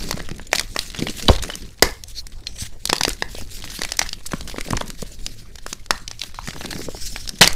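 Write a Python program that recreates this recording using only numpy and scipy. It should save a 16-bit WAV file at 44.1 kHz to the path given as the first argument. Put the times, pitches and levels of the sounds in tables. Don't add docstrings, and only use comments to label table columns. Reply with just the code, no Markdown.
import sys
import numpy as np
from scipy import signal
from scipy.fft import rfft, irfft, next_fast_len
from scipy.io import wavfile
from scipy.ndimage import uniform_filter1d, map_coordinates

SR = 44100
rng = np.random.default_rng(int(sys.argv[2]) if len(sys.argv) > 2 else 0)


def generate_wav(sig):
    pcm = np.round(np.clip(np.atleast_2d(sig).T, -1, 1) * 32767).astype(np.int16)
    wavfile.write(sys.argv[1], SR, pcm)


N = 332955
TIME = np.arange(N) / SR

# f/Hz, relative level/dB
AIR_TONE = [(100, -14), (150, 7), (500, 4.5), (900, -4), (5800, -18.5), (16000, -24)]
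# f/Hz, relative level/dB
RUMBLE_TONE = [(8, 5), (20, 1.5), (45, -6.5), (80, -12.5), (200, -31.5), (400, -94)]
# (a fade time, or t60, is the time to fall by 60 dB)
ECHO_FADE = [(200, 0.21), (1400, 0.31), (4000, 0.22), (10000, 0.21)]
# f/Hz, relative level/dB
ECHO_TONE = [(300, -0.5), (1000, 2), (2000, 3), (3000, -1.5), (6000, -2.5)]
# t/s, level/dB
TINKLES = [(.414, -38), (0.472, -34), (1.225, -44), (5.119, -34), (5.213, -40), (5.255, -35)]
# f/Hz, relative level/dB, fade time/s
LINK_NOTES = [(7040, -1, 0.035), (9400, -4, 0.025), (13700, -16, 0.029)]
# t/s, crackle level/dB, patter level/dB, rumble level/dB
HAND_LEVELS = [(0, -32, -34, -24.5), (.3, -44, -41, -28.5), (.45, -52, -46.5, -33.5), (.8, -45, -60, -34.5),
               (1.04, -28.5, -30, -30), (1.14, -38, -41, -30), (1.25, -38, -39.5, -22),
               (1.32, -33, -40, -13), (1.45, -36.5, -35, -30), (1.76, -52, -56.5, -36),
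               (2.2, -68, -62, -33), (2.63, -41, -53, -30.5), (2.759, -75, -67, -30), (2.96, -52, -50, -41),
               (3.48, -44.5, -52, -26), (3.6, -36, -42.5, -32), (4.2, -45.5, -69, -36.5),
               (4.4, -40.5, -44.5, -25), (4.651, -38.5, -40.5, -38), (4.75, -36.5, -30.5, -21.5),
               (4.95, -47, -50, -34), (5.5, -58, -48.5, -34), (6.2, -53, -75, -36),
               (6.65, -37.5, -34, -29.5), (6.85, -52, -41.5, -30), (7.35, -47.5, -55, -34),
               (7.55, -36, -49, -24.5)]
# peak t/s, length/s, level/dB
STROKES = [(0.054, 0.59, -38.5), (0.566, 0.11, -34), (0.825, 0.26, -37.5), (1.038, 0.16, -37),
           (1.204, 0.22, -34), (1.324, 0.15, -35), (1.52, 0.57, -45), (2.104, 0.06, -38),
           (2.177, 0.093, -39), (2.633, 0.11, -30.5), (3.067, 0.43, -41), (3.379, 0.22, -38),
           (3.562, 0.13, -36), (3.764, 0.32, -35), (4.055, 0.43, -50), (4.355, 0.19, -43.5),
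           (4.704, 1, -42.5), (5.047, 0.19, -41.5), (5.135, 0.084, -42), (5.31, 0.37, -44),
           (5.71, 0.16, -42.5), (6.25, 0.16, -41), (6.47, 0.27, -44), (6.61, 0.31, -43.5),
           (6.802, 0.32, -38), (7.065, 0.096, -34), (7.075, 0.63, -38)]
# f/Hz, relative level/dB
POWDER_TONE = [(900, -51), (1500, -16), (3300, -12), (4200, -8), (6000, -10.5), (13900, -20),
               (16000, -24.5)]
# t/s, f/Hz, boost/dB
HAND_HOLLOW = [(0, 4470, 2), (2.129, 4400, 0), (2.154, 4300, 14.5), (2.201, 4320, 21.5), (2.22, 4374, -11),
               (2.55, 6020, 19.5), (2.698, 5850, 0.5), (3.3, 4550, -0.5), (6.299, 4130, 1.5),
               (6.401, 4050, 10), (6.469, 4950, 17), (6.599, 5050, -6.5), (6.85, 5300, 9), (7.06, 5530, 9),
               (7.55, 5500, 1)]
# f/Hz, relative level/dB
HEAP_TONE = [(80, -61.5), (150, 8), (400, -1.5), (1000, -23.5), (2500, -18.5), (6000, -92)]
# t/s, level/dB, f/Hz
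THUDS = [(0.088, -21, 500), (0.142, -12, 170), (0.174, -18, 603), (0.315, -9, 169), (0.531, -11, 620),
         (0.762, -12, 620), (0.99, -15, 165), (1.023, -8.5, 266), (1.288, 5.5, 234), (1.289, -0.5, 1110),
         (1.298, 6, 566), (1.298, 5, 62.6), (1.311, -2.5, 450), (1.492, -20, 537), (1.825, 2.5, 464),
         (1.829, -8, 58), (2.622, -11.5, 95), (2.894, -19, 172), (2.93, -16.5, 360), (3.012, -17, 167),
         (3.079, -5.5, 314), (3.349, -19, 480), (3.384, -21.5, 590), (3.421, -24, 244), (3.791, -22.5, 220),
         (3.992, -17, 556), (4.334, -10.5, 1060), (4.338, -8, 181), (4.543, -19.5, 520),
         (4.582, -14.5, 270), (4.663, -29, 516), (4.685, -20.5, 557), (4.708, -11, 206), (4.729, -6.5, 128),
         (4.733, -8.5, 1090), (4.744, -5.5, 75), (4.812, -13, 450), (4.814, -12.5, 1010), (5.026, -16, 207),
         (5.026, -16.5, 480), (5.665, -42, 503), (5.726, -25, 205), (5.907, -19, 585), (6.388, -14.5, 1030),
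         (6.483, -15.5, 160), (6.574, -16.5, 253), (6.649, -19, 215), (6.755, -17, 173), (6.792, -15, 330),
         (6.807, -20, 417), (6.872, -22.5, 202), (6.886, -13.5, 497), (6.947, -15, 400), (7.4095, 3, 180),
         (7.442, -16, 173)]
# t/s, level/dB, lowest note f/Hz, upper notes' relative level/dB
CLINKS = [(1.282, -4.5, 3035, -5.5), (1.5006, -19, 2980, -25), (1.536, -18, 3010, -18),
          (2.469, -13, 4170, -32)]
# pitch ratio, relative level/dB, fade time/s
UPPER_NOTES = [(1.287, 2.494, 0.036), (1.544, 1.995, 0.04)]
# t/s, length/s, level/dB
CRACK_RUNS = [(0.549, 0.0096, -22.5), (1.322, 0.041, -22), (2.318, 0.018, -41), (2.573, 0.1, -31),
              (2.891, 0.0068, -22), (3.1, 0.017, -23.5), (3.887, 0.015, -34), (3.933, .025, -38),
              (4.019, 0.011, -23.5), (4.061, .02, -36), (5.583, .003, -36), (7.41, .02, 0.5),
              (7.436, 0.038, -10)]
# t/s, level/dB, fragment f/Hz, dull part's relative level/dB, bright part's relative level/dB
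SNAPS = [(0.033, -24, 4550, -15, -7), (0.11, -13, 4440, 0.5, 0), (0.1275, -20, 4500, 0, -7),
         (0.202, -25.5, 2170, 6.5, -18), (0.289, -28, 2180, 5.5, -2), (0.3123, -23.5, 2440, -5, -25),
         (0.396, -45, 2210, 20.5, -14), (0.4692, -28.5, 6650, -24, -12), (0.5167, -27, 3600, -4, -20),
         (0.5306, -10, 5860, 8, -3), (0.557, -10, 4500, -24, -5), (0.5828, -7.5, 5230, -24, -34),
         (0.5954, -6.5, 4630, -7.5, -5), (0.6103, -18.5, 3550, -1, -2), (0.7638, -17, 5250, 7.5, -5),
         (0.7902, -6.5, 4970, -14, -8.5), (0.989, -19, 3220, -10, -24), (1.0227, -18, 2230, -18, -33),
         (1.0693, -19.5, 2250, 3.5, -36.5), (1.085, -16.5, 3000, -22, -36.5), (1.2245, -16, 6570, -14, -20),
         (1.2832, -4.5, 3340, -14, -14), (1.437, -19.5, 3870, 2, -3.5), (1.5, -23.5, 3150, 6, -7),
         (1.554, -30, 6450, 1, 11), (1.8239, 8, 4890, 2.5, -3.5), (2.037, -25, 5130, -14, 1.5),
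         (2.083, -36, 4950, -14, 8), (2.268, -27.5, 5400, -7.5, 1.5), (2.4693, -15, 4070, -23, -38),
         (2.8543, -12, 4370, -10, 2), (2.874, -20, 4230, -22, -2), (2.898, -6.5, 4900, -5, -14),
         (2.9075, -24, 4500, -18, -14), (2.9299, -3.5, 5260, 2.5, -7), (2.956, -20, 4450, -12, -6),
         (2.964, -16, 4380, -25, -3), (2.982, -18, 4500, -12, -5), (3.0097, -6.5, 5050, 0.5, -16),
         (3.034, -5.5, 5100, -17, -5), (3.05, -6, 4650, -3.5, -25), (3.081, -15, 5070, 4.5, 0),
         (3.092, -23.5, 7000, -20, 12), (3.132, -25, 6600, -18, -2), (3.2233, -12.5, 4950, 5, -51),
         (3.3517, -26, 4100, -13, -18), (3.411, -34, 6400, 4, 5), (3.641, -21.5, 4300, -4, -30),
         (3.791, -19, 4480, -4, -16.5), (3.818, -12.5, 4800, -1, -5), (3.8346, -13.5, 4600, -15, -8),
         (3.849, -17, 2250, -1.5, -1.5), (3.9197, -11, 5550, -7, -5), (3.9695, -26.5, 5350, -22, 8.5),
         (3.992, -2.5, 5780, -8.5, -4.5), (4.0157, -16.5, 4900, 9, -24), (4.0904, -17.5, 4600, -29, -14),
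         (4.13, -12, 4550, -15, -34), (4.261, -26.5, 5000, -17, -8), (4.3195, -23, 6600, 1, -6),
         (4.335, -22, 2220, 2.5, -9), (4.4089, -21.5, 4030, -5, -9), (4.4973, -21, 3400, -6, -10),
         (4.5616, -29, 4000, 5.5, -17), (4.5843, -23, 2330, 6.5, -12), (4.6094, -17.5, 2040, -21, -5),
         (4.708, -19.5, 5100, -1, -37), (4.769, -13, 5900, -18, -16), (4.774, -23.5, 4120, 4.5, -8),
         (4.8104, -19, 3400, 0.5, -12), (4.9025, -20, 4500, -6.5, -3), (5.02, -36, 6650, -14, 17.5),
         (5.264, -14, 5100, -12.5, -7), (5.5563, -26, 5530, -5.5, -7), (5.6643, -22, 4870, 5.5, -3.5),
         (5.729, -14, 5760, -6, -7.5), (5.8613, -31, 4940, -7, -4.5), (5.9074, -2.5, 4460, -1, -6.5),
         (5.9774, -25.5, 4100, -28, -9), (6.078, -14.5, 5640, -29, -37), (6.1127, -19.5, 5800, -7, -28),
         (6.194, -24, 5260, -52, -9), (6.216, -11.5, 3650, -17, -33.5), (6.236, -20, 3240, -2.5, -2),
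         (6.344, -29.5, 3870, -0.5, -5), (6.4745, -19.5, 1900, -2, -5), (6.4857, -23, 4130, 2.5, -4),
         (6.5074, -21.5, 2080, -9.5, -20), (6.563, -37.5, 2200, 13.5, -12), (6.61, -27.5, 3950, 7, -13),
         (6.647, -34, 2190, 10, -15), (6.6585, -19, 4080, -6.5, -4.5), (6.729, -21.5, 4070, 4, -11),
         (6.763, -28, 2150, 4, -13), (7.161, -17, 2450, -2, -29), (7.2756, -16.5, 4820, -35, -18),
         (7.2917, -12.5, 5400, -46, -4), (7.4135, 5, 5160, 1.5, -7), (7.424, 1, 2920, -1, -14),
         (7.436, -1.5, 2730, -22, -10), (7.4427, -6, 5900, 1, -9), (7.475, -2, 4740, -6, -1.5),
         (7.5298, -29.5, 6900, -15, 14)]

# level beside the snap/dB, dB lost a second
DUST_SHED, CRUMBS_SHED, JOLT = (-37.5, 174), (-34, 180), (-28.5, 120)


def amp(db):
    return 10 ** (np.asarray(db) / 20)


def unit(x):
    return x / np.sqrt(np.mean(x ** 2, axis=-1, keepdims=True) + 1e-20)


def along(points, hz):
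    f, v = np.transpose(points)
    return np.interp(np.log(hz + 1), np.log(f + 1), v)


def filtered(x, response):
    size = next_fast_len(x.shape[-1] + min(x.shape[-1], 8192))
    return irfft(rfft(x, size) * response(np.fft.rfftfreq(size, 1 / SR)), size)[..., :x.shape[-1]]


def wobble(rate):
    return map_coordinates(rng.standard_normal(int(N * rate / SR) + 4), [TIME * rate])


def noise(tone, patchy_db):
    spectra = signal.stft(rng.standard_normal(N + 512), nperseg=256)[2]
    patches = uniform_filter1d(rng.standard_normal(spectra.shape), size=4, axis=0)
    patches = uniform_filter1d(patches, size=14, axis=1)
    patchy = signal.istft(spectra * amp(patchy_db * patches / patches.std()), nperseg=256)[1][:N]
    return unit(filtered(patchy, lambda hz: amp(along(tone, hz))))


def band(shape, lo_hz, hi_hz):
    white = rng.standard_normal(shape)
    return unit(filtered(white, lambda f: 1 / (1 + (lo_hz / (f + 1)) ** 4) / (1 + (f / hi_hz) ** 4)))


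def peaked(x, hz, sharpness, floor):
    return unit(filtered(x, lambda f: floor + 1 / np.hypot(1, sharpness * (f / hz - hz / (f + 1)))))


def place(starts, sounds):
    at = np.round(np.asarray(starts) * SR).astype(int)[:, None] + np.arange(sounds.shape[1])
    return np.bincount(at.ravel(), sounds.ravel(), N + sounds.shape[1])[:N]


def with_snaps(power, shed):
    offset_db, loss_db = shed
    starts, db = np.transpose(SNAPS)[:2]
    kicks = place(starts, amp(db + offset_db)[:, None] ** 2)
    showers = signal.lfilter([1], [1, -amp(-2 * loss_db / SR)], kicks)
    return 10 * np.log10(power + showers)


def background(rumble_db, hum_hz=110, hum_width_hz=2.7):
    hum = unit(filtered(rng.standard_normal(N), lambda f: 1 / (1 + ((f - hum_hz) / hum_width_hz) ** 2)))
    air = noise(AIR_TONE, patchy_db=6.5)
    rumble = noise(RUMBLE_TONE, patchy_db=2.5)
    return amp(-55.5) * air + amp(-52.5) * hum + amp(rumble_db) * rumble


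def room_echo(x):
    echo, step, delay = np.zeros(N + SR), SR // 4, 200
    for start in range(0, N, step):
        hz, t, spectra = signal.stft(rng.standard_normal(SR // 2), SR, nperseg=256)
        tail_db = -60 * t / along(ECHO_FADE, hz)[:, None] + along(ECHO_TONE, hz)[:, None]
        tail = signal.istft(spectra * amp(tail_db), SR, nperseg=256)[1]
        answer = signal.fftconvolve(x[start:start + step], tail / np.linalg.norm(tail))
        echo[start + delay:][:len(answer)] += answer
    return echo[:N]


def bracelet():
    starts, db = np.transpose(TINKLES)
    t = np.arange(4096) / SR
    ring = sum(amp(level - 60 * t / t60) * np.sin(2 * np.pi * hz * t) for hz, level, t60 in LINK_NOTES)
    return place(starts, amp(db)[:, None] * ring)


def stroke_power(swell_db=19, lift_share=0.42, resting_db=-56.5):
    power = amp(resting_db) ** 2
    for peak, length, db in STROKES:
        side_s = length * np.where(TIME < peak, 1 - lift_share, lift_share)
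        power = power + amp(db - swell_db * np.abs((TIME - peak) / side_s) ** 2.04) ** 2
    return power


def cupped_hand(x, overtone_ratio=1.384, overtone_share=0.64):
    hz, t, spectra = signal.stft(x, SR, nperseg=256)
    times, pitch, boost_db = np.transpose(HAND_HOLLOW)
    distance = np.log((hz[:, None] + 1) / np.interp(t, times, pitch))
    peaks = np.exp(-(distance / 0.11) ** 2)
    peaks += overtone_share * np.exp(-((distance - np.log(overtone_ratio)) / 0.13) ** 2)
    return signal.istft(spectra * amp(np.interp(t, times, boost_db) * peaks), SR, nperseg=256)[1][:N]


def rubbing(db):
    flutter_db = 2.8 * wobble(60) + 1.5 * wobble(27)
    hiss = cupped_hand(noise(POWDER_TONE, patchy_db=3))
    return amp(db) * unit(amp(flutter_db) * hiss)


def grit(rub_db, count):
    starts = rng.uniform(0, N / SR, count)
    level_luck, fade_luck = rng.standard_normal((count, 2)).T
    t = np.arange(256) / SR
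    db = np.interp(starts, TIME, rub_db) + 8.5 + 4.6 * level_luck
    t60 = 0.0035 * np.exp(0.36 * fade_luck[:, None])
    ticks = band((count, 256), 5500, 12000) * amp(-60 * t / t60) * (1 - np.exp(-t / 0.00056))
    return place(starts, amp(db)[:, None] * ticks)


def patter(db):
    flutter_db = 3.2 * wobble(90)
    return amp(db) * unit(amp(flutter_db) * noise(HEAP_TONE, patchy_db=3.0))


def thuds():
    starts, db, hz = (column[:, None] for column in np.transpose(THUDS))
    t = np.arange(4096) / SR
    note = -np.sin(2 * np.pi * hz * t / (1 + 5 * t))
    body = note + 0.42 * band((len(starts), 4096), 0.26 * hz, 1.97 * hz)
    t60 = 0.0093 + 3 / hz
    return place(starts[:, 0], amp(db - 60 * t / t60) * body * (1 - np.exp(-t * hz / 0.2)))


def clinks():
    starts, db, hz, upper_db = (column[:, None] for column in np.transpose(CLINKS))
    t = np.arange(2048) / SR
    upper = sum(amp(level - 60 * t / t60) * np.sin(2 * np.pi * ratio * hz * t)
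                for ratio, level, t60 in UPPER_NOTES)
    ring = amp(-60 * t / 0.03) * np.sin(2 * np.pi * hz * t) + amp(upper_db) * upper
    return place(starts[:, 0], amp(db) * ring * (1 - np.exp(-t / 0.00094)))


def cracks(starts, db, hz, dull_db, bright_db, t60, rise_s, samples, push=0):
    t = np.arange(samples) / SR
    fade = lambda share: amp(-60 * t / (share * t60)) * (1 - np.exp(-t / rise_s))
    shape, hz, dull = (len(starts), samples), hz[:, None], amp(dull_db)[:, None]
    dull_peak_hz = 1890 * np.exp(0.058 * rng.standard_normal(hz.shape))
    burst = peaked(band(shape, 1800, 6630), hz, sharpness=5, floor=0.33) * fade(0.95)
    burst += 0.72 * np.sin(2 * np.pi * hz * t) * fade(0.71)
    burst += dull * peaked(band(shape, 220, 2300), dull_peak_hz, sharpness=10, floor=0.4) * fade(0.73)
    pulse_age = t / 0.00017
    burst += dull * push * pulse_age * (2 - pulse_age) * np.exp(1 - pulse_age)
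    burst += amp(bright_db)[:, None] * band(shape, 6360, 7500) * fade(0.91)
    return place(starts, amp(db)[:, None] * burst)


def crackle(crumbs_db, count):
    starts = rng.uniform(0, N / SR, count)
    dull_luck, bright_luck, pitch_luck, fade_luck, rise_luck = rng.standard_normal((count, 5)).T
    db = np.interp(starts, TIME, crumbs_db) + 7.0 + 2.5 * np.minimum(rng.exponential(size=count), 3.5)
    hz = 4000 * np.exp(0.35 * pitch_luck)
    dull_db, bright_db = -6 + 9 * np.tanh(dull_luck), -10 + 7 * bright_luck
    t60 = 0.011 * np.exp(0.7 * fade_luck[:, None])
    rise_s = 0.0013 * np.exp(0.5 * rise_luck[:, None])
    return cracks(starts, db, hz, dull_db, bright_db, t60, rise_s, samples=640)


def crack_runs(count):
    starts, length, db = np.repeat(np.transpose(CRACK_RUNS), count, axis=1)
    progress = rng.uniform(size=len(starts))
    pitch_luck, level_luck, dull_luck = rng.standard_normal((len(starts), 3)).T
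    hz = 4000 * np.exp(0.17 * pitch_luck)
    db = db - 5 * progress + 3 * level_luck
    dull_db, bright_db = -4 + 4 * dull_luck, np.full(len(starts), -9)
    return cracks(starts + progress * length, db, hz, dull_db, bright_db,
                  t60=0.021, rise_s=0.0013, samples=1024)


def snaps():
    starts, db, hz, dull_db, bright_db = np.transpose(SNAPS)
    t60 = 0.014 + 0.0016 * amp(db)[:, None]
    return cracks(starts, db, hz, dull_db, bright_db, t60, rise_s=0.00037, samples=1536, push=0.87)


def scene():
    times, *levels = np.transpose(HAND_LEVELS)
    loose, falling, moving = (amp(np.interp(TIME, times, db)) ** 2 for db in levels)
    rub_db = with_snaps(stroke_power(), DUST_SHED)
    crumbs_db = with_snaps(loose, CRUMBS_SHED)
    soft_sounds = rubbing(rub_db) + patter(with_snaps(falling, CRUMBS_SHED))
    chalk = snaps() + crack_runs(count=10) + crackle(crumbs_db, count=1000)
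    chalk += grit(rub_db, count=350) + thuds()
    echo = amp(-19.5) * room_echo(chalk)
    return (background(with_snaps(moving, JOLT)) + echo + bracelet() + soft_sounds + clinks() + chalk)[None]


def record(dry):
    ceiling, top_hz = 0.97, 15700
    clipped = dry / (1 + np.abs(dry / ceiling) ** 8) ** (1 / 8)
    return filtered(clipped, lambda hz: np.clip((top_hz - hz) / 500 + 0.5, 0, 1) ** 2)


dry = scene()
out = record(dry)
generate_wav(out)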